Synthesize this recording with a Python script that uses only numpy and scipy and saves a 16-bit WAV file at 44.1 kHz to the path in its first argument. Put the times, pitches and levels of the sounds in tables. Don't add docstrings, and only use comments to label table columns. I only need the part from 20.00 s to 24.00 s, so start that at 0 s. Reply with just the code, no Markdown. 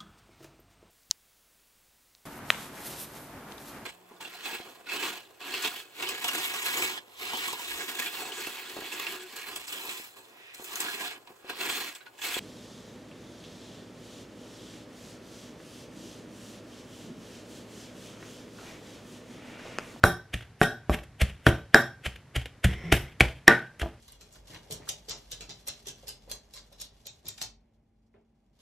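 import sys
import numpy as np
from scipy import signal
from scipy.fft import rfft, irfft, next_fast_len
from scipy.io import wavfile

SR = 44100
rng = np.random.default_rng(int(sys.argv[2]) if len(sys.argv) > 2 else 0)


def output_pcm(signal):
    pcm = np.clip(np.atleast_2d(signal).T, -1, 1) * 32767
    wavfile.write(sys.argv[1], SR, np.round(pcm).astype(np.int16))


N = 176400
TIME = np.arange(N) / SR
AGE = np.arange(SR // 2) / SR
CRUNCH_LEAD_S, CRUNCH_FALL_S = .1, .0051

# (time [s], crunch [dB], swell [s], wet fizz [dB], table thump [dB])
STROKES = [(0.037, -33.5, .002, -50, -44), (0.341, -27, 0.0041, -42, -11.5), (.615, -43, 0.0075, -47, -35),
           (0.899, -79, 0.0031, -63, -10), (1.218, -19, 0.0061, -32.5, -4.5),
           (1.468, -17.5, 0.0019, -34.5, -7.5), (1.745, -33, 0.005, -53, -32.5),
           (2.063, -25.5, 0.0085, -41.5, -18), (2.363, -22, 0.0047, -38.5, -13),
           (2.646, -15.5, 0.0034, -29.5, -1), (2.9245, -9.5, 0.0023, -26.5, -2),
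           (3.2095, -14.5, 0.0027, -29.5, -6), (3.480, -14, 0.0021, -49.5, -22),
           (3.818, -27, 0.0051, -49.5, -19.5)]
def pounding():
    out = np.zeros((2, N))
    for s, db, swell_s, fizz_db, thump_db in STROKES:
        add(out, s - CRUNCH_LEAD_S, crunch(db, swell_s, fizz_db))
        add(out, s, squeeze(db - 23.5))
        add(out, s + .00067, thump(thump_db))
    return out


def crunch(db, swell_s, fizz_db):
    t = AGE - CRUNCH_LEAD_S
    pressure = np.exp(np.minimum(t, 0) / swell_s - np.maximum(t, 0) / CRUNCH_FALL_S)
    return in_room(pressure * paste(db, fizz_db), wet_db=-11.5)


# (frequency [Hz], relative density [dB])
CAVITY = [(100, -14.5), (400, -3.5), (720, -3.5), (1050, -15), (1500, -2), (1850, -1), (2300, -1),
          (3200, -1.5), (4000, -14.5), (5500, -21), (14000, -31.5)]
FIZZ = [(1000, -33.5), (3500, -12.5), (6000, 2.5), (9500, 3), (12000, 1.5), (15000, -21), (16500, -26.5)]
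def paste(db, fizz_db):
    fibres = amp(db) * coloured(grains(len(AGE)), CAVITY)
    fizz = amp(fizz_db) * coloured(grains(len(AGE)), FIZZ)
    return fibres + fizz


def squeeze(db, fade_s=.06, clumps_per_s=170, spread_db=4):
    sizes = rng.standard_normal(clumps_per_s)
    clumps = amp(spread_db * np.interp(AGE * clumps_per_s, np.arange(clumps_per_s), sizes))
    return in_room(clumps * np.exp(-AGE / fade_s) * paste(db, fizz_db=db - 16), wet_db=-12)


# (frequency [Hz], relative level [dB], T60 [s])
TABLE_MODES = [(62.6, -17.5, 0.28), (69, 4.5, 0.056), (118, -8, 0.099), (184.7, -12, 0.091),
               (251, -19.5, 0.041)]
def thump(db, attack_s=.0068):
    modes = -ring(TABLE_MODES, cut_hz=300, scatter_db=3.85, detune=.012)
    attack = 1 - np.exp(-AGE / attack_s)
    return in_room(amp(db) * modes * attack, wet_db=-9.5)


# (time [s], body [dB], contact cut-off [Hz], clack [dB], clack pitch [Hz],
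# wall ring [dB], ring tilt [dB/octave], hollow [dB], hollow pitch [Hz])
KNOCKS = [(.0390, -14.5, 1400, 5, 1457, -26.5, -0.9, -36.5, 313),
          (0.6151, -17, 1030, -3.5, 1540, -24, -3.5, -36, 586),
          (0.8963, -20, 378, -30, 1243, -48, 1.5, -20, 317),
          (1.4667, -16.5, 924, 0, 1470, -32.5, -2.5, -32, 340),
          (1.7447, -16, 1764, 11.5, 1662, -22, -3, -17.5, 437),
          (2.9225, -24.5, 556, -10, 2210, -46, 5, -25, 322),
          (3.2071, -26, 700, 2.5, 2290, -52, -12, -29, 346),
          (3.4796, -15.5, 2293, 14.5, 1830, -19, -7.5, -10, 344),
          (3.83, -33, 490, -61, 1370, -74, -3, -63, 755),
          (3.86, -41.5, 490, -42.5, 1440, -80.5, -11, -32.5, 648)]
def knocks():
    out = np.zeros((2, N))
    for s, body_db, contact_hz, clack_db, clack_hz, wall_db, tilt_db, hollow_db, hollow_hz in KNOCKS:
        body = amp(body_db) * mortar_body(contact_hz)
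        hollow = damped_sine(hollow_hz, hollow_db, t60=.09)
        clack = damped_sine(clack_hz, clack_db, t60=.011)
        wall = amp(wall_db) * wall_ring(tilt_db)
        knock = in_room(body, wet_db=-6) + hollow + in_room(clack, wet_db=-15)
        add(out, s, knock + in_room(wall, wet_db=1.5))
    return out


# (frequency [Hz], relative level [dB], T60 [s])
BODY_MODES = [(129.1, -15, 0.47), (177, -13.5, 0.22), (236, -12.5, 0.17), (344.5, -1.5, 0.12),
              (436.3, -3.5, 0.099), (586.5, -7, 0.16), (680, 3, .04), (756, 5.5, 0.033), (957, -4.5, 0.073),
              (1167, -2, .07)]
# (frequency [Hz], relative density [dB])
CRACK = [(60, -5), (150, 29), (400, 15.5), (800, 11.5), (950, 8), (1500, -26), (2000, -2), (2600, 2.5),
         (4500, -36), (12000, -108), (16000, -50)]
def mortar_body(contact_hz):
    noise = coloured(rng.standard_normal(len(AGE)), CRACK)
    crack = filtered(noise, lambda hz: lowpass(hz, 3 * contact_hz)) * decay(db=5, t60=.036)
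    return ring(BODY_MODES, contact_hz, scatter_db=1, detune=.027) + crack


# (frequency [Hz], relative level [dB], T60 [s])
WALL_MODES = [(1458, -2, 0.13), (1525, -4, .3), (1595, -9, .32), (1770, -8, 0.17), (1833, -2.5, 0.15),
              (2250, -19.5, 0.083), (3280, -18.5, 0.29), (3630, -9, 0.14), (3870, -10, .2),
              (5430, -11, 0.22), (5710, -12.5, 0.16), (7540, -10.5, 0.092), (8450, -15.5, 0.067),
              (9420, -13, 0.2), (10570, -18, 0.21), (12200, -9.5, 0.23), (12600, -16, .14),
              (14400, -18, .15)]
# (frequency [Hz], relative density [dB])
SPARKLE = [(2000, -28.5), (3500, 2), (4700, -6), (6000, -5.5), (9000, -2.5), (12500, -3), (13500, -15.5),
           (16000, -30.5)]
def wall_ring(tilt_db, partials=8, split_hz=48):
    hz, db, t60 = np.transpose(WALL_MODES)[:, :, None]
    tilted_db = db + tilt_db * np.log2(hz / hz[0])
    beating = np.zeros(len(AGE))
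    for _ in range(partials):
        shift, phase = rng.uniform(-1, 1, (2, len(WALL_MODES), 1))
        beating += damped_sine(hz + split_hz * shift, tilted_db, t60, np.pi * phase).sum(axis=0)
    sparkle = coloured(rng.standard_normal(len(AGE)), SPARKLE)
    sparkle = filtered(sparkle, lambda f: amp(tilt_db * np.log2(np.maximum(f / hz[0], 1))))
    return beating / np.sqrt(partials) + sparkle * decay(db=-11, t60=.17)


# (time [s], crunch [dB], swell [s], wet fizz [dB])
CRACKLES = [(0.4083, -43, 0.00034, -67), (.428, -45.5, .008, -72), (.632, -22.5, 0.0022, -32),
            (.945, -29, 0.013, -39.5), (.989, -41, 0.0018, -67), (1.036, -45.5, 0.0025, -56),
            (1.299, -41.5, 0.002, -56.5), (1.490, -29, 0.013, -38), (2.16, -42, .002, -60),
            (2.4579, -33.5, 0.0007, -49.5), (2.737, -38, .008, -59.5), (3.201, -29.5, .001, -40),
            (3.799, -37, 0.0023, -41)]
def crackling():
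    out = np.zeros((2, N))
    for s, db, swell_s, fizz_db in CRACKLES:
        add(out, s - CRUNCH_LEAD_S, crunch(db, swell_s, fizz_db))
    return out


def bubbles(per_stroke=43, settle_s=.048, centre_hz=4800, decay_cycles=2.5):
    pops, t = np.zeros(N), AGE[:SR // 200]
    for s, *_ in STROKES:
        for wait, octaves, size in rng.standard_normal((per_stroke, 3)):
            hz = np.clip(centre_hz * 2 ** octaves, 1200, 13000)
            db = -47 + 4 * np.clip(size, -2, 2) - 6 * abs(wait)
            pop = amp(db) * np.exp(-t * hz / decay_cycles) * np.sin(2 * np.pi * hz * t)
            add(pops, s + abs(wait) * settle_s, pop)
    return in_room(pops, wet_db=-5)


# (frequency [Hz], relative density [dB])
GRIT = [(100, 11), (550, -1.5), (900, -11.5), (1600, -11), (2050, 6), (2500, -9), (3500, -14), (4900, -30),
        (5450, -14), (6300, -28.5), (14000, -38.5)]
# (time [s], level [dB])
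DRAG = [(2.65, -84.5), (2.69, -37.5), (2.77, -46.5), (2.83, -43), (2.91, -44), (3.03, -52.5), (3.10, -52.5)]
def grinding(judder_at_s=2.835, judder_for_s=.095, judder_hz=168, judder_db=-33.5):
    drag = amp(np.interp(TIME, *np.transpose(DRAG), left=-120, right=-120))
    grit = drag * coloured(grains(N), GRIT)
    progress = np.clip((TIME - judder_at_s) / judder_for_s, 0, 1)
    arch = np.sqrt(np.abs(np.sin(np.pi * progress)))
    judder = amp(judder_db) * arch * np.sin(2 * np.pi * judder_hz * TIME)
    return in_room(grit, wet_db=-1.5) + judder


# (frequency [Hz], T60 [s])
ROOM_T60 = [(80, .35), (300, 0.29), (800, 0.3), (2000, 0.26), (5000, 0.3), (13000, 0.17)]
# (frequency [Hz], side gain [dB])
WIDTH = [(60, -41.5), (300, -20), (1000, -16.5), (3000, -11), (6000, -1.5), (12000, 2.5)]
def in_room(x, wet_db, build_up_s=.0021):
    hz, t, noise = signal.stft(rng.standard_normal((2, len(AGE))), SR, nperseg=256)
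    absorption = amp(-60 * t / along(ROOM_T60, hz)[:, None])
    tail = signal.istft(noise * absorption, SR, nperseg=256)[1][:, :len(AGE)]
    tail *= 1 - np.exp(-(AGE / build_up_s) ** 2)
    tail /= np.linalg.norm(tail[0])
    mid, side = amp(wet_db) * signal.fftconvolve(x[None], tail, axes=1)[:, :len(x)]
    return stereo(x + mid, side, WIDTH)


# (frequency [Hz], relative density [dB])
AMBIENCE = [(15, -37), (25, -11.5), (55, -0.5), (117, 8), (185, -3.5), (659, -13.5), (1040, -16),
            (1790, -16), (3340, -25.5), (4250, -25.5), (11900, -38.5), (16000, -60)]
def kitchen(db=-54.5):
    mid, side = coloured(rng.standard_normal((2, N)), AMBIENCE)
    return amp(db) * stereo(mid, side, WIDTH)


def ring(modes, cut_hz, scatter_db, detune):
    hz, db, t60 = np.transpose(modes)[:, :, None]
    gain, shift = rng.standard_normal((2, len(modes), 1))
    partials = damped_sine(hz * (1 + detune * shift), db + scatter_db * gain, t60)
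    return np.sum(partials * lowpass(hz, cut_hz), axis=0)


def damped_sine(hz, db, t60, phase=0):
    return decay(db, t60) * np.sin(2 * np.pi * hz * AGE + phase)


def decay(db, t60):
    return amp(db - 60 * AGE / t60)


def grains(size, per_s=4900):
    return rng.standard_normal(size) * (rng.random(size) < per_s / SR)


def coloured(x, spectrum):
    x = filtered(x, lambda hz: amp(along(spectrum, hz)))
    return x / np.sqrt(np.mean(x ** 2) + 1e-20)


def stereo(mid, side, width):
    side = filtered(side, lambda hz: amp(along(width, hz)))
    return np.array([mid + side, mid - side])


def filtered(x, response):
    n = x.shape[-1]
    padded = next_fast_len(n + 8192)
    return irfft(rfft(x, padded) * response(np.fft.rfftfreq(padded, 1 / SR)), padded)[..., :n]


def lowpass(hz, cut_hz):
    return 1 / np.sqrt(1 + (hz / cut_hz) ** 2)


def along(points, hz):
    f, value = np.transpose(points)
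    return np.interp(np.log(hz + 1), np.log(f + 1), value)


def amp(db):
    return 10 ** (np.asarray(db) / 20)


def add(track, s, sound):
    i = round(s * SR)
    part = sound[..., max(-i, 0):max(N - i, 0)]
    track[..., max(i, 0):max(i, 0) + part.shape[-1]] += part


def scene():
    return knocks() + pounding() + crackling() + bubbles() + grinding() + kitchen()


def record(dry, low_cut_hz=40, top_hz=16400):
    highpass = signal.butter(1, low_cut_hz, "highpass", fs=SR, output="sos")
    clipped = np.clip(signal.sosfilt(highpass, dry), -1, 1)
    return filtered(clipped, lambda hz: np.clip((top_hz - hz) / 2000, 0, 1) ** 1.5)


dry = scene()
out = record(dry)
output_pcm(out)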